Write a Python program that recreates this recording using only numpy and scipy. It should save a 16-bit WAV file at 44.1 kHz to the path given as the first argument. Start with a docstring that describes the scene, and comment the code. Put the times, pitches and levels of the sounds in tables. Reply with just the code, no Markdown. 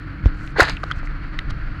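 """Cased camera worked loose by hand

A small camera in a hard plastic case, mounted in a racing cockpit, is gripped and worked loose by hand.
Damped swings make the bumps; noise bursts and stick-slip grains ring the case as ticks and scrapes;
shaped noise makes the skin strokes and deep sway. An engine idles nearby as uneven pulses ringing its exhaust,
muffled by the shell, under hiss coloured by the air cavity at the microphone, which overloads."""
import sys
import numpy as np
from scipy import signal
from scipy.fft import rfft, irfft
from scipy.io import wavfile
from scipy.ndimage import uniform_filter1d

SR = 44100
rng = np.random.default_rng(int(sys.argv[2]) if len(sys.argv) > 2 else 0)


def store_wav(level_fs):
    """Save 16-bit WAV to argv[1]."""
    pcm = np.round(np.clip(np.atleast_2d(level_fs), -1, 1) * 32767)
    wavfile.write(sys.argv[1], SR, pcm.T.astype(np.int16))


N = 79380  # 1.8 s


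def undb(db):
    """Decibels to gain."""
    return 10 ** (np.asarray(db) / 20)


def unit(x):
    """Scale to rms 1."""
    return x / np.sqrt(np.mean(x ** 2))


def curve(table, column):
    """One column of a table, joined by straight lines over the times in column 0."""
    points = np.array(table, float)
    return np.interp(np.arange(N) / SR, points[:, 0], points[:, column])


def band(x, hz, width):
    """Two-pole resonance, gain 1 at the centre."""
    return signal.lfilter(*signal.iirpeak(min(hz, .45 * SR), hz / width, SR), x)


def walk(rate):
    """Random levels held 1 / rate s and slewed twice."""
    hold = int(SR / rate)
    steps = np.repeat(rng.standard_normal(N // 20)[:N // hold + 1], hold)
    return 1.33 * uniform_filter1d(uniform_filter1d(steps, hold), hold)[:N]


def engine():
    """Uneven firings and gas noise ring the exhaust; each resonance arrives by its own path."""
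    # Idle. Each row: time in seconds, mean firing rate in Hz, gain in dB.
    idle = [(0.0, 46.98, -38), (0.33, 44.72, -38), (.75, 47.88, -37.5), (1.1, 47.19, -39),
            (1.27, 43.8, -39), (1.5, 47.16, -37.5), (1.8, 48.83, -38.5)]
    # Exhaust heard through the shell. Each row: centre in Hz, nominal width in Hz, relative level in dB.
    exhaust = [(45.6, 52, 3.5), (90.4, 47.6, 1.5), (134.2, 29, -0.5), (180.5, 37, -6.5), (283.9, 44, -5),
               (307.2, 14.3, -13)]
    jitter, scatter_db, gas_noise_db = .03, 2.2, -2  # jitter is a share of the firing rate
    firing_hz = curve(idle, 1) * (1 + jitter * walk(40))
    cycle = np.cumsum(firing_hz / SR).astype(int)
    strength = undb(scatter_db * rng.standard_normal(400))
    pulses = unit(np.diff(cycle, prepend=0) * strength[cycle])
    out = 0
    for hz, width, db in exhaust:
        delayed = np.roll(pulses, rng.integers(SR // 47))  # up to about one firing late
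        drive = delayed + undb(gas_noise_db) * rng.standard_normal(N)
        pass_width = width * 1.38  # two passes narrow the band
        ring = band(band(drive, hz, pass_width), hz, pass_width)
        out = out + undb(db) * unit(ring)
    return out * undb(curve(idle, 2))


def hiss():
    """Engine and air noise in quarter-octave bands that flicker alone and flutter together."""
    # Colour inside the case. Each row: frequency in Hz, relative noise density in dB per Hz.
    colour = np.array([(330, -60), (400, -11.5), (630, -12), (880, -14), (1410, 0), (2100, -8),
                       (3120, -20.5), (3600, -26.5), (4400, -20), (5300, -35), (6500, -43.5), (8500, -51),
                       (15500, -67)])
    # Each row: time in seconds, rms level in dB.
    loudness = [(0.0, -42), (1.8, -39)]
    flutter = walk(60)
    octave = np.log2(np.maximum(np.fft.rfftfreq(N, 1 / SR), 1))
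    tilt = undb(np.interp(octave, np.log2(colour[:, 0]), colour[:, 1]))
    shaped = rfft(rng.standard_normal(N)) * tilt
    out = 0
    for centre in np.arange(8, 14.25, .25):  # log2 of Hz
        overlap = np.maximum(1 - 4 * np.abs(octave - centre), 0)
        flicker_db = 1.3 * flutter + .6 * walk(12)
        out = out + undb(flicker_db) * irfft(shaped * overlap, N)
    return unit(out) * undb(curve(loudness, 1))


def sway():
    """Deep irregular pressure as the case sways under the hand: low noise passed twice through one resonance."""
    # Each row: time in seconds, gain of the rumble in dB.
    grip = [(0, -34.5), (.22, -65.5), (.3, -25), (.46, -29.5), (.55, -36.5), (.74, -37), (.9, -41),
            (1.08, -25), (1.25, -32), (1.4, -24.5), (1.6, -26), (1.8, -32)]
    hz, pass_width_hz = 26.5, 16.8
    rumble = band(band(rng.standard_normal(N), hz, pass_width_hz), hz, pass_width_hz)
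    return unit(rumble) * undb(curve(grip, 1))


def bumps():
    """Each bump rocks the case: a damped swing whose pitch sags."""
    # Each row: start in seconds, gain before rise and decay in dB, starting pitch in Hz, direction of push.
    knocks = [(0.238, -9, 86, -1), (0.258, 7, 81.8, -1), (0.617, -7, 83, 1), (0.733, -14, 51, 1),
              (0.972, -10.5, 75, 1), (1.523, -7, 33.7, 1)]
    sag_s, decay_s, rise_s = .03, .009, .002
    out = 0
    for start, db, hz, way in knocks:
        t = np.maximum(np.arange(N) / SR - start, 0)
        swing = np.sin(2 * np.pi * hz * sag_s * (1 - np.exp(-t / sag_s)))
        env = np.exp(-t / decay_s) * (1 - np.exp(-t / rise_s))
        out = out + np.sign(way) * undb(db) * swing * env
    return out


def strokes():
    """Soft rustles of skin on plastic: flickering band noise that swells, then stops faster."""
    # Each row: start in seconds, length in seconds, gain at the top of the swell in dB, centre in Hz.
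    rubs = [(0.244, 0.037, -46, 3100), (0.324, 0.21, -60.5, 6000), (0.714, 0.24, -64.5, 5300),
            (0.95, 0.031, -60, 5600), (0.976, 0.022, -59.5, 5200), (1.037, 0.036, -56.5, 5100),
            (1.497, 0.016, -36.5, 3520)]
    swell = 0.67  # share of the length spent swelling
    out, t = 0, np.arange(N) / SR
    for start, length, db, hz in rubs:
        env = np.interp(t, [start, start + swell * length, start + length], [0, 1, 0]) ** .8
        rough = rng.standard_normal(N) * undb(2 * walk(370))
        rustle = band(band(band(rough, hz, hz * .7), hz, hz), hz, hz * 1.5)
        out = out + undb(db) * env * unit(rustle)
    return out


def case(x, low=0.79, high=0.41):
    """Modes of the plastic case in alternating polarity; low and high scale its lowest and upper modes."""
    # Each row: mode centre in Hz, width in Hz, level in dB before the low and high gains.
    modes = [(355, 220, 2), (909, 290, 3), (1310, 357, 4.5), (1674, 320, 4.5), (2013, 148, 2),
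             (2380, 670, -7.5), (3140, 1070, -11), (4230, 770, -8.5), (5020, 1170, -18.5),
             (6200, 1300, -24.5), (8900, 2300, -51)]
    gains = [low] * 2 + [1] * 3 + [high] * (len(modes) - 5)
    out = 0
    for k, (gain, (hz, width, db)) in enumerate(zip(gains, modes)):
        out = out + (-1) ** k * gain * undb(db) * band(x, hz, width)
    return out


def ticks():
    """Ticks and creaks: a snap and a short burst of noise ring the point of contact and the case."""
    # Each row: start in seconds, peak level in dB, contact pitch in Hz, burst length in seconds.
    contacts = [(.2585, -17, 916, 0.0013), (0.476, -28, 2530, 0.0008), (0.585, -13.5, 500, 0.0033),
                (0.5965, 1, 469, 0.0013), (0.607, -10.5, 5465, 0.0005), (0.6308, -12, 5470, 0.0002),
                (0.6968, -13, 4370, 0.0008), (0.7684, -24, 2600, 0.0037), (0.8334, -15.5, 1400, 0.0019),
                (0.8372, -16, 868, 0.0019), (0.8394, -24, 4070, 0.0005), (0.9, -25, 1520, 0.01),
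                (0.9125, -12.5, 1610, 0.0045), (0.913, -23, 3290, 0.007), (1.0312, -27, 590, 0.00113),
                (1.073, -24, 1810, 0.0014), (1.3906, -16, 3220, 0.0018), (1.3892, -14, 1760, 0.0021),
                (1.5064, -27.5, 1030, 0.0013)]
    relative_width, contact_db, snap_size = .3, 5, 8  # contact ring: width over centre, gain beside the case
    out, t = np.zeros(N + 2048), np.arange(2048) / SR
    snap = snap_size * (t == 0)
    for start, db, hz, length in contacts:
        burst = rng.standard_normal(len(t)) * np.exp(-(t / length) ** 2)
        width = max(hz * relative_width, 1 / length)  # brief contacts are broad
        push = band(burst + snap, hz, width)
        body = case(band(push, hz, hz) + snap * undb(-20))
        tick = body + undb(contact_db) * band(push, hz, width)
        i = int(start * SR)
        out[i:i + len(t)] += undb(db) * tick / np.abs(tick).max()
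    return out[:N]


def scrape():
    """The hand scrapes off the case: dense stick-slip grains of uneven size ring its modes."""
    # Each row: time in seconds, gain in dB, gain of the upper modes in dB, gain of the two lowest in dB.
    drag = [(.54, -70, 5.5, 3), (.565, -20.5, -16, 3), (.578, -22.5, 0.5, -1), (.594, -14.5, 1.5, 4),
            (.604, 1, -14.5, 1), (.611, -2, -2.5, -3), (.616, -24, 13.5, 10), (.625, -10, -1.5, 5.5),
            (.64, -16, 0, 3), (.655, -19.5, 3.5, -9), (.666, -25, 1, 0), (.684, -16, 0.5, 0.5),
            (.72, -33.5, 8.5, -1), (.77, -65, 22, -7.5)]
    grains_per_s, mean_excess_db = 6000, 2.3  # grain sizes spread exponentially in dB
    chance, sign, size = rng.random((3, N))
    touching = np.arange(N) / SR < drag[-1][0]
    slips = touching * (chance < grains_per_s / SR)
    grains = slips * np.sign(sign - .5) * undb(-mean_excess_db * np.log(size))
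    bright, low_body = undb(curve(drag, 2)), undb(curve(drag, 3))
    ringing = case(unit(band(grains, 3090, 6800)), low_body, bright)
    return ringing * undb(curve(drag, 1))


def scene():
    """Everything reaches one microphone inside the case."""
    return (engine() + hiss() + sway() + bumps() + strokes() + ticks() + scrape())[None]


def low_pass(x):
    """Removes everything above the highest recorded frequency."""
    return signal.sosfilt(signal.butter(12, 15940, fs=SR, output="sos"), x)


def record(dry):
    """The microphone adds faint self noise and overloads hard at a fixed ceiling."""
    self_noise_db, ceiling = -78.5, .7
    noisy = dry + undb(self_noise_db) * rng.standard_normal(dry.shape)
    mix = np.clip(noisy, -ceiling, ceiling)
    return low_pass(mix)


dry = scene()
out = record(dry)
store_wav(out)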